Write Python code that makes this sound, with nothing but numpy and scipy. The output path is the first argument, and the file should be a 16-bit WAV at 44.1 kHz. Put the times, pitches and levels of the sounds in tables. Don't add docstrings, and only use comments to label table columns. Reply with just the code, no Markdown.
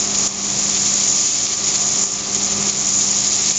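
import sys
import numpy as np
from scipy.fft import rfft, irfft, next_fast_len
from scipy.io import wavfile
from scipy.ndimage import map_coordinates

SR = 44100
rng = np.random.default_rng(int(sys.argv[2]) if len(sys.argv) > 2 else 0)


def wav_record(signal):
    frames = np.transpose(np.atleast_2d(signal))
    bounded = np.clip(frames, -1, 1)
    quanta = np.round(bounded * 32767).astype(np.int16)
    wavfile.write(sys.argv[1], SR, quanta)


N = 157878

# frequency_hz, gain_db
IMPACT_SPECTRUM = [(1500, -48), (3500, -32.5), (4700, -19), (5350, -9), (5650, -11), (5950, -6),
                   (6300, -5.5), (6950, 1.5), (7300, -4), (8000, -2.5)]


def amp(db):
    return 10 ** (np.asarray(db) / 20)


def unit(x):
    return x / np.sqrt(np.mean(x ** 2) + 1e-20)


def curve(rows):
    return np.interp(np.arange(N) / SR, *np.transpose(rows))


def wobble(knots_per_s):
    knots = rng.standard_normal(int(N * knots_per_s / SR) + 4)
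    return map_coordinates(knots, [np.arange(N) * knots_per_s / SR])


def coloured(x, spectrum):
    size = 2 * next_fast_len(N // 2 + 8192)
    hz, db = np.transpose(spectrum)
    gain = amp(np.interp(np.log(np.fft.rfftfreq(size, 1 / SR) + 1), np.log(hz + 1), db))
    cepstrum = irfft(np.log(gain))
    cepstrum[1:size // 2] *= 2
    cepstrum[size // 2 + 1:] = 0
    return irfft(rfft(x, size) * np.exp(rfft(cepstrum)))[:N]


def contacts(per_s, scatter_db):
    count = int(per_s * N / SR)
    return rng.random(count) * N / SR, amp(scatter_db * np.minimum(rng.standard_normal(count), 2))


def overlap(start_s, rings):
    at = (start_s * SR).astype(int)[:, None] + np.arange(rings.shape[1])
    return np.bincount(at.ravel(), rings.ravel(), N)[:N]


def grains(start_s, sizes, lo_hz, hi_hz, t60_s):
    t = np.arange(256) / SR
    place, phase = rng.random((len(start_s), 2)).T
    pitch_hz = lo_hz + (hi_hz - lo_hz) * place
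    rings = np.sin(2 * np.pi * (pitch_hz[:, None] * t + phase[:, None]))
    rings *= sizes[:, None] * np.exp(-np.log(1000) * t / t60_s)
    return overlap(start_s, rings)


def bean_rattle():
    # time_s, relative_level_db
    levels = [(0.0, -13), (0.08, -19), (0.24, -12.5), (0.4, -16.5), (0.88, -12), (0.95, -13), (1.03, -11.5),
              (1.35, -13), (1.51, -16.5), (2.07, -11.5), (2.23, -18.8), (2.31, -17.0), (2.63, -14.5),
              (2.7, -14), (2.86, -15.5), (2.94, -12.5), (3.42, -13.5), (3.58, -12)]
    ticks = grains(*contacts(per_s=3600, scatter_db=0), lo_hz=4100, hi_hz=8495, t60_s=0.0036)
    avalanches = amp(0.93 * wobble(50) + 0.85 * wobble(240))
    return amp(curve(levels) - 2.0) * unit(coloured(ticks * avalanches, IMPACT_SPECTRUM))


def bean_swish():
    # time_s, relative_level_db
    levels = [(0.0, -25.5), (0.08, -27), (0.16, -25.5), (0.56, -27.5), (0.64, -25), (1.35, -24),
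              (1.59, -26), (1.67, -27), (1.83, -26.0), (1.99, -26.5), (2.31, -28.5), (2.47, -25.5),
              (2.63, -27.0), (2.7, -23.5), (2.86, -27), (3.02, -25), (3.18, -24.5), (3.58, -23)]
    # frequency_hz, gain_db
    spectrum = [(500, -32.5), (1500, -17), (2300, -7), (2750, -8), (3200, -5), (3900, -2.5), (5200, 1),
                (6500, 3.5), (8000, -2)]
    friction = grains(*contacts(per_s=9000, scatter_db=1.5), lo_hz=1000, hi_hz=7920, t60_s=0.0035)
    sliding = amp(curve(levels) + 3.0 + .6 * wobble(40))
    return np.hypot(sliding, arm_shoves()) * unit(coloured(friction, spectrum))


def arm_shoves(attack_s=0.005, release_s=0.0044):
    # start_s, length_s, level_db
    shoves = [(0.14, .016, -21), (0.442, .025, -30.5), (0.745, 0.03, -20.5), (0.858, .018, -22),
              (1.522, 0.016, -24), (1.631, .08, -22.5), (1.737, 0.025, -20), (1.982, 0.015, -24.5),
              (2.347, .015, -22.5), (2.682, .022, -24), (3.002, 0.02, -22), (3.469, 0.021, -21.5)]
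    t = np.arange(N) / SR
    envelope = np.zeros(N)
    for start_s, length_s, level_db in shoves:
        rise = np.clip((t - start_s) / attack_s, 0, 1)
        release = np.exp(-np.maximum(t - start_s - length_s, 0) / release_s)
        envelope += amp(level_db) * rise * release
    return envelope


def steel_clacks(ring_hz=6930, rise_s=.0014, followers=8):
    # start_s, relative_level_db, spread_s
    clumps = [(.0727, -8.5, .008), (0.106, -12.5, 0.0051), (0.154, -12.5, 0.0054), (0.185, -9.5, .016),
              (.236, -12.5, .018), (.346, -16, 0.011), (0.447, -13.5, .01), (0.502, -13, .012),
              (0.745, -8, .012), (0.816, -7.5, .006), (0.956, -10, .005), (1.0061, -10, .005),
              (1.0375, -9.5, .008), (1.08, -7, .006), (1.098, -8.5, .004), (1.5224, -10, .014),
              (1.75, -6.5, .008), (1.985, -9, 0.015), (2.347, -4, .012), (2.43, -11.5, .006),
              (2.656, -9.5, .004), (2.696, -9, .005), (2.77, -10.5, .006), (2.9392, -10.5, .012),
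              (2.9692, -11, .008), (3.0131, -9, 0.0036), (3.498, -7.5, .012)]
    start_s, level_db, spread_s = np.transpose(clumps)
    t = np.arange(SR // 50) / SR
    envelope = (t / rise_s) ** 2 * np.exp(2 * (1 - t / rise_s))
    chance = rng.random((len(clumps), followers + 1))
    pitch_hz = ring_hz * (1 + 0.041 * (chance[:, :1] - .5))
    rings = amp(level_db[:, None] - 2) * envelope * np.sin(2 * np.pi * pitch_hz * t)
    follow_s = start_s[:, None] + spread_s[:, None] * chance[:, 1:]
    sizes = np.repeat(amp(level_db - 4.5), followers)
    tails = grains(follow_s.ravel(), sizes, lo_hz=5800, hi_hz=7200, t60_s=0.0062)
    return overlap(start_s, rings) + coloured(tails, IMPACT_SPECTRUM)


def tones(base_hz, lines, drift_hz, flutter_db):
    cycles = np.cumsum(base_hz + drift_hz * wobble(2.96)) / SR
    total = np.zeros(N)
    for order, level_db in lines:
        gain = amp(level_db + flutter_db * wobble(9))
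        total += gain * np.sin(2 * np.pi * (order * cycles + rng.random()))
    return np.sqrt(2) * total


def cooling_fan(shaft_hz=49.765, faint_db=-57):
    # time_s, relative_level_db
    levels = [(0.0, -31), (0.32, -29), (0.56, -31), (1.11, -31.5), (1.35, -34.5), (1.43, -33.5),
              (1.67, -30.5), (2.15, -31), (2.23, -32), (2.63, -29.0), (2.86, -32), (3.58, -32)]
    # frequency_hz, gain_db
    spectrum = [(20, -16.5), (48, -10), (100, -7.5), (160, -2), (230, -1.5), (330, -1.5), (385, 3),
                (440, -5), (720, -3.5), (1150, -7), (1550, -10.5), (2400, -6.5), (4000, -21)]
    # shaft_order, level_db
    strong_lines = [(3, -50), (8, -43.5), (11, -48), (14.5, -48.5), (16, -52.5), (17, -51), (20, -49),
                    (22, -49.5), (23, -48.5), (24, -44), (26, -51.5)]
    air = unit(coloured(rng.standard_normal(N), spectrum)) * amp(-1.5 + 0.45 * wobble(12))
    strong_orders = [order for order, _ in strong_lines]
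    faint_lines = [(order, faint_db) for order in range(10, 30) if order not in strong_orders]
    whine = tones(shaft_hz, strong_lines + faint_lines, drift_hz=.03, flutter_db=1.34)
    flow_db = curve(levels)
    return amp(flow_db) * air + amp(flow_db - flow_db.mean()) * whine


def motor_hum(mains_hz=50.02, flutter_db=.8):
    # time_s, level_db
    levels = [(0, -36), (.2, -33.5), (.4, -32), (.72, -35), (1.03, -34), (1.2, -41), (1.36, -41),
              (1.62, -39.5), (1.88, -36.5), (2.15, -36.5), (2.48, -34.5), (2.63, -29.5), (2.8, -35.5),
              (3.12, -35.5), (3.38, -42), (3.58, -34.5)]
    # mains_order, level_db
    weak_lines = [(2, -48), (5, -51.5), (6, -43), (14, -47)]
    fourth = amp(curve(levels)) * tones(mains_hz, [(4, 0)], drift_hz=0.049, flutter_db=flutter_db)
    return fourth + tones(mains_hz, weak_lines, drift_hz=.02, flutter_db=flutter_db)


def housing_rumble():
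    # time_s, level_db
    levels = [(0, -43), (.56, -39), (.75, -39.5), (1.0, -43), (1.5, -43.5), (1.8, -43), (2.15, -44),
              (2.6, -37.5), (2.9, -41), (3.58, -44)]
    # frequency_hz, gain_db
    spectrum = [(15, -17.5), (35, -16), (50, -4), (68, -2.5), (86, -8.5), (108, -3), (135, 3), (175, -3),
                (260, -17.5), (600, -45)]
    return amp(curve(levels)) * unit(coloured(rng.standard_normal(N), spectrum))


def level_dips(drop_s=.003):
    # start_s, depth_db, recovery_s
    dips = [(0.276, 8.5, 0.31), (1.262, 2.5, 0.36), (1.539, 3, 0.23), (2.043, 5.5, 0.3), (2.702, 5.5, 0.18),
            (3.524, 4.5, 0.33)]
    t = np.arange(N) / SR
    loss_db = np.zeros(N)
    for start_s, depth_db, recovery_s in dips:
        onset = np.clip((t - start_s) / drop_s, 0, 1)
        remaining = np.clip(1 - (t - start_s) / recovery_s, 0, 1) ** 1.8
        loss_db += depth_db * onset * remaining
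    return amp(-loss_db)


def scene():
    stirring = bean_rattle() + bean_swish() + cooling_fan() + motor_hum() + housing_rumble()
    return (stirring * level_dips() + steel_clacks())[None]


def record(dry):
    # frequency_hz, gain_db
    roll_off = [(7100, -1), (7400, -5.5), (7700, -19), (7900, -31.5), (8000, -49.5), (8200, -30),
                (8550, -22.5), (8900, -23), (9100, -31.5)]
    top_hz = 9150
    spectrum = rfft(coloured(dry[0], roll_off), 2 * N)
    passband = np.fft.rfftfreq(2 * N, 1 / SR) < top_hz
    return irfft(spectrum * passband)[None, :N]


dry = scene()
out = record(dry)
wav_record(out)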